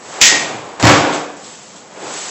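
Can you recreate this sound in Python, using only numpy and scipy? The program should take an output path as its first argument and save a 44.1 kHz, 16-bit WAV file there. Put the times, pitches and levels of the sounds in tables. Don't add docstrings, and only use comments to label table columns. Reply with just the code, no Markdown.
import sys
import numpy as np
from scipy import signal
from scipy.fft import rfft, irfft
from scipy.io import wavfile

SR = 44100
rng = np.random.default_rng(int(sys.argv[2]) if len(sys.argv) > 2 else 0)


def master(y):
    cut = np.clip(np.atleast_2d(y).T, -1, 1)
    pcm = np.round(cut * 32767)
    wavfile.write(sys.argv[1], SR, pcm.astype(np.int16))


N = 101430
BAND_EDGE_HZ = 7980


def from_db(db):
    return 10 ** (np.asarray(db) / 20)


def rms_one(x):
    return x / np.sqrt(np.mean(x ** 2) + 1e-20)


def seconds():
    return np.arange(N) / SR


def level_curve(points):
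    return from_db(np.interp(seconds(), *np.transpose(points)))


def at_hz(points, hz):
    known_hz, values = np.transpose(points)
    return np.interp(np.log(hz + 1e-9), np.log(known_hz), values)


def noise(colour):
    hz = np.fft.rfftfreq(N, 1 / SR)
    in_band = (hz > 20) & (hz < BAND_EDGE_HZ)
    spectrum = rfft(rng.standard_normal(N)) * from_db(at_hz(colour, hz))
    return rms_one(irfft(spectrum * in_band, N))


def grain(depth_db, per_s):
    steps = rng.standard_normal(N)
    flutter = np.interp(seconds() * per_s, np.arange(N), steps)
    return rms_one(from_db(depth_db * flutter))


def blow(start_s, level_db, attack_s, t60_s):
    age = seconds() - start_s
    rise = np.clip(age / attack_s, 0, 1)
    return rise * from_db(level_db - 60 * np.maximum(age - attack_s, 0) / t60_s)


def blows(rows):
    return np.sqrt(sum(blow(*row) ** 2 for row in rows))


def ring(start_s, modes, attack_s, hold_s):
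    age = seconds() - start_s
    rise = np.clip(age / attack_s, 0, 1)
    free = np.maximum(age - attack_s - hold_s, 0)
    total = 0
    for pitch_hz, level_db, t60_s in modes:
        sine = np.sin(2 * np.pi * (pitch_hz * age + rng.random()))
        total = total + from_db(level_db - 60 * free / t60_s) * sine
    return rise * total


def low_pass(x, hz):
    taps = signal.firwin(801, hz, fs=SR, window=("kaiser", 9))
    return signal.fftconvolve(x, taps, "same")


# (relative, per Hz)
AIR_COLOUR = [(25, -42), (60, -18), (110, -6.5), (190, 3.5), (280, -3.5), (500, -1), (1000, -17.5),
              (2000, -28), (8000, -18.5)]
AIR_DB = -45


def room_tone():
    return from_db(AIR_DB) * noise(AIR_COLOUR)


# time_s, level_db
RUB = [(0, -45), (.07, -39), (.14, -35), (.2, -36), (.45, -36), (.6, -46.5), (.78, -47.5), (1.35, -49.5),
       (1.48, -37.5), (1.6, -42.5), (1.72, -43.5), (1.88, -50), (1.97, -44), (2.05, -35), (2.14, -29.5),
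       (2.3, -30)]
# start_s, level_db, attack_s, t60_s
SCUFFS = [(0.796, -27, 0.015, .2), (1.115, -24.5, .035, 0.11), (1.365, -40.5, 0.004, 0.3),
          (1.43, -36, 0.016, 0.24), (1.755, -38.5, 0.0096, 0.13)]
# (relative, per Hz)
CANVAS_COLOUR = [(100, -24), (500, -4), (1200, -4), (2200, -5), (4000, -3), (5500, -4), (7200, 1),
                 (8000, 5.5)]
CANVAS_ROOM_DB = -3


def canvas():
    friction = np.hypot(level_curve(RUB), blows(SCUFFS))
    return noise(CANVAS_COLOUR) * grain(depth_db=1, per_s=650) * friction


# time_s, level_db
HEAVE = [(0, -40.5), (.1, -34), (.2, -27), (.5, -28.5), (.72, -38), (.8, -33), (1.3, -55), (1.5, -46.5),
         (1.9, -42.5), (1.98, -33.5), (2.1, -32), (2.3, -36)]
# (relative, per Hz)
SAND_COLOUR = [(30, -46), (100, -21.5), (190, -13.5), (300, -1.5), (480, 2.5), (850, 2.5), (1400, -3),
               (2500, -9), (8000, -31)]


def sand():
    return noise(SAND_COLOUR) * grain(depth_db=0.5, per_s=60) * level_curve(HEAVE)


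# start_s, level_db, attack_s, t60_s
KNOCKS = [(0.217, -25.5, 0.0071, 0.16), (0.315, -17.5, 0.0096, 0.096), (0.42, -30, 0.016, 0.24),
          (0.485, -29.5, 0.016, 0.21), (0.569, -33, 0.0067, 0.35), (0.661, -34, 0.016, .3),
          (1.035, -17, 0.0096, 0.23), (1.095, -21, 0.0049, 0.063), (1.128, -23.5, .006, 0.14),
          (1.735, -43.5, 0.0105, 0.12), (2.002, -31.5, 0.021, 0.33), (2.063, -29.5, 0.0036, 0.13)]
# (relative, per Hz)
KNOCK_COLOUR = [(30, -28), (90, -15.5), (160, -12), (300, -2), (550, 0), (1000, -1.5), (1700, -14.5),
                (4000, -19.5), (8000, -40.5)]
KNOCK_ROOM_DB = 1.5


def knocks():
    return noise(KNOCK_COLOUR) * blows(KNOCKS)


# start_s, level_db, attack_s, t60_s
THUMPS = [(0.218, -34, 0.0044, 0.12), (0.495, -38, 0.054, 0.36), (0.826, -7, 0.012, 0.22),
          (0.96, -30, 0.023, 0.27)]
# (relative, per Hz)
THUMP_COLOUR = [(25, -39), (60, -17.5), (110, -2.5), (160, -3.5), (300, -6), (600, -20), (2000, -43)]
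THUMP_ROOM_DB = -4.5


def thumps():
    return noise(THUMP_COLOUR) * blows(THUMPS)


# pitch_hz, level_db (as excited by the landing), t60_s
FLOOR_MODES = [(158.5, -22, 0.81), (214, -27, 0.95), (292.2, -15.5, 0.74), (307.6, -20, 0.53),
               (377, -20.5, 0.45), (425, -25, 0.54), (559, -21, 0.93), (694.4, -25.5, .85), (713, -23, .7),
               (901, -22, 0.96), (940, -26.5, .65), (1135, -25.5, 0.44), (1147, -25, 0.48)]
BOOM_ATTACK_S, BOOM_HOLD_S = 0.06, 0.042
KNOCK_BOOM_DB = 4.5


def boom():
    slam_s = LANDING[1][0]
    total = ring(slam_s, FLOOR_MODES, BOOM_ATTACK_S, BOOM_HOLD_S)
    for start_s, level_db, attack_s, _ in KNOCKS:
        total = total + from_db(level_db + KNOCK_BOOM_DB) * ring(start_s, FLOOR_MODES, attack_s, 0)
    return total


# start_s, level_db
CLANKS = [(0.207, -22), (0.213, 0.5), (0.219, -1.5), (0.233, -5), (0.253, -7), (0.271, -19.5), (0.312, -16)]
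# (relative, per Hz)
CLANK_COLOUR = [(30, -36), (80, -52), (160, -5), (400, -16), (1000, -10.5), (1600, -5.5), (2300, 3.5),
                (4200, -1), (6600, 5.5), (8000, -2)]
CLANK_ATTACK_S, CLANK_T60_S = 0.0015, 0.079
CLANK_ROOM_DB = 0


def crash():
    contacts = [(start_s, level_db, CLANK_ATTACK_S, CLANK_T60_S) for start_s, level_db in CLANKS]
    return noise(CLANK_COLOUR) * blows(contacts)


BAR_HZ, BAR_BEAT_HZ = 1886, 39
# pitch_hz, level_db (before BAR_DB), t60_s
BAR_MODES = [ (BAR_HZ - BAR_BEAT_HZ, -18, .42), (BAR_HZ, -13.5, .42), (1987, -24, .35), (2060, -26, .4),
             (2355, -27, .45), (2645, -31, .6), (2703, -25, .45), (3138, -32, .5), (3803, -29, .45),
             (4915, -26, .35), (5380, -27, .35), (6125, -23, .4), (6170, -24, .4), (7080, -29, .35)]
BAR_DB, BAR_ATTACK_S, BAR_HOLD_S = -2, 0.02, 0.12


def bar():
    first_clank_s = CLANKS[0][0]
    return from_db(BAR_DB) * ring(first_clank_s, BAR_MODES, BAR_ATTACK_S, BAR_HOLD_S)


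# start_s, level_db, attack_s, t60_s
LANDING = [(0.796, -18.5, 0.0022, .3), (0.826, -8, 0.015, 0.23), (0.851, -7.5, 0.02, 0.28),
           (0.888, -8.5, 0.0083, 0.51), (1.11, -19.5, 0.024, 0.15), (1.19, -29.5, 0.023, 0.14)]
# (relative, per Hz)
LANDING_COLOUR = [(30, -33), (80, -23), (140, -4.5), (300, -1), (700, 3.5), (1200, 0.5), (2000, -3),
                  (4000, -11.5), (8000, -13.5)]
# start_s, level_db
SNAPS = [(0.827, -3), (0.853, 0.5), (0.87, -1.5)]
# (relative, per Hz)
SNAP_COLOUR = [(60, -23), (600, 0.5), (2500, -4), (8000, -7)]
SNAP_ATTACK_S, SNAP_T60_S = 0.00057, 0.005
LANDING_ROOM_DB = -2


def landing():
    thud = noise(LANDING_COLOUR) * blows(LANDING) * grain(depth_db=2, per_s=140)
    snap_rows = [(start_s, level_db, SNAP_ATTACK_S, SNAP_T60_S) for start_s, level_db in SNAPS]
    return thud + noise(SNAP_COLOUR) * blows(snap_rows)


NEAR_WALL_DB, NEAR_WALL_SPAN_S = -4, (0.006, 0.05)


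def near_walls(x, count=14):
    lags = (rng.uniform(*NEAR_WALL_SPAN_S, count) * SR).astype(int)
    echoes = sum(np.pad(x, (lag, 0))[:N] * (-1) ** k for k, lag in enumerate(lags))
    return from_db(NEAR_WALL_DB) * echoes / np.sqrt(count)


# pitch_hz, t60_s
GYM_T60 = [(60, 0.33), (200, 0.71), (700, 0.93), (2000, 0.75), (5000, 0.56), (8000, 0.55)]
FIRST_ECHO_S, ECHO_BUILD_S = 0.0032, 0.004


def gym(x):
    edges = np.geomspace(45, 8400, 15)
    tail = 0
    for low, high in zip(edges, edges[1:]):
        sos = signal.butter(2, [low, high], "band", fs=SR, output="sos")
        t60_s = at_hz(GYM_T60, np.sqrt(low * high))
        dying = blow(FIRST_ECHO_S, 0, ECHO_BUILD_S, t60_s) ** 2
        band_power = signal.sosfilt(sos, x + 1e-18) ** 2
        power = signal.fftconvolve(band_power, dying / dying.sum())[:N]
        carrier = signal.sosfilt(sos, signal.sosfilt(sos, rng.standard_normal(N)))
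        tail = tail + np.sqrt(np.abs(power)) * rms_one(carrier)
    return tail


def scene():
    sources = [(canvas(), CANVAS_ROOM_DB), (knocks(), KNOCK_ROOM_DB), (thumps(), THUMP_ROOM_DB),
               (crash(), CLANK_ROOM_DB), (landing(), LANDING_ROOM_DB)]
    direct = sum(x for x, room_db in sources)
    into_hall = sum(x * from_db(room_db) for x, room_db in sources)
    hall = near_walls(into_hall) + gym(into_hall)
    mono = room_tone() + sand() + boom() + bar() + direct + hall
    return np.array([mono, mono])


OVERLOAD_TOP, OVERLOAD_HARDNESS = 1.135, 7.7
CUTOFF_HZ = 16000


def record(dry):
    drive = np.abs(dry / OVERLOAD_TOP) ** OVERLOAD_HARDNESS
    squashed = dry / (1 + drive) ** (1 / OVERLOAD_HARDNESS)
    sides = []
    for side in squashed:
        clipped = np.clip(low_pass(side, BAND_EDGE_HZ), -1, 1)
        sides.append(low_pass(clipped, CUTOFF_HZ))
    return np.array(sides)


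dry = scene()
out = record(dry)
master(out)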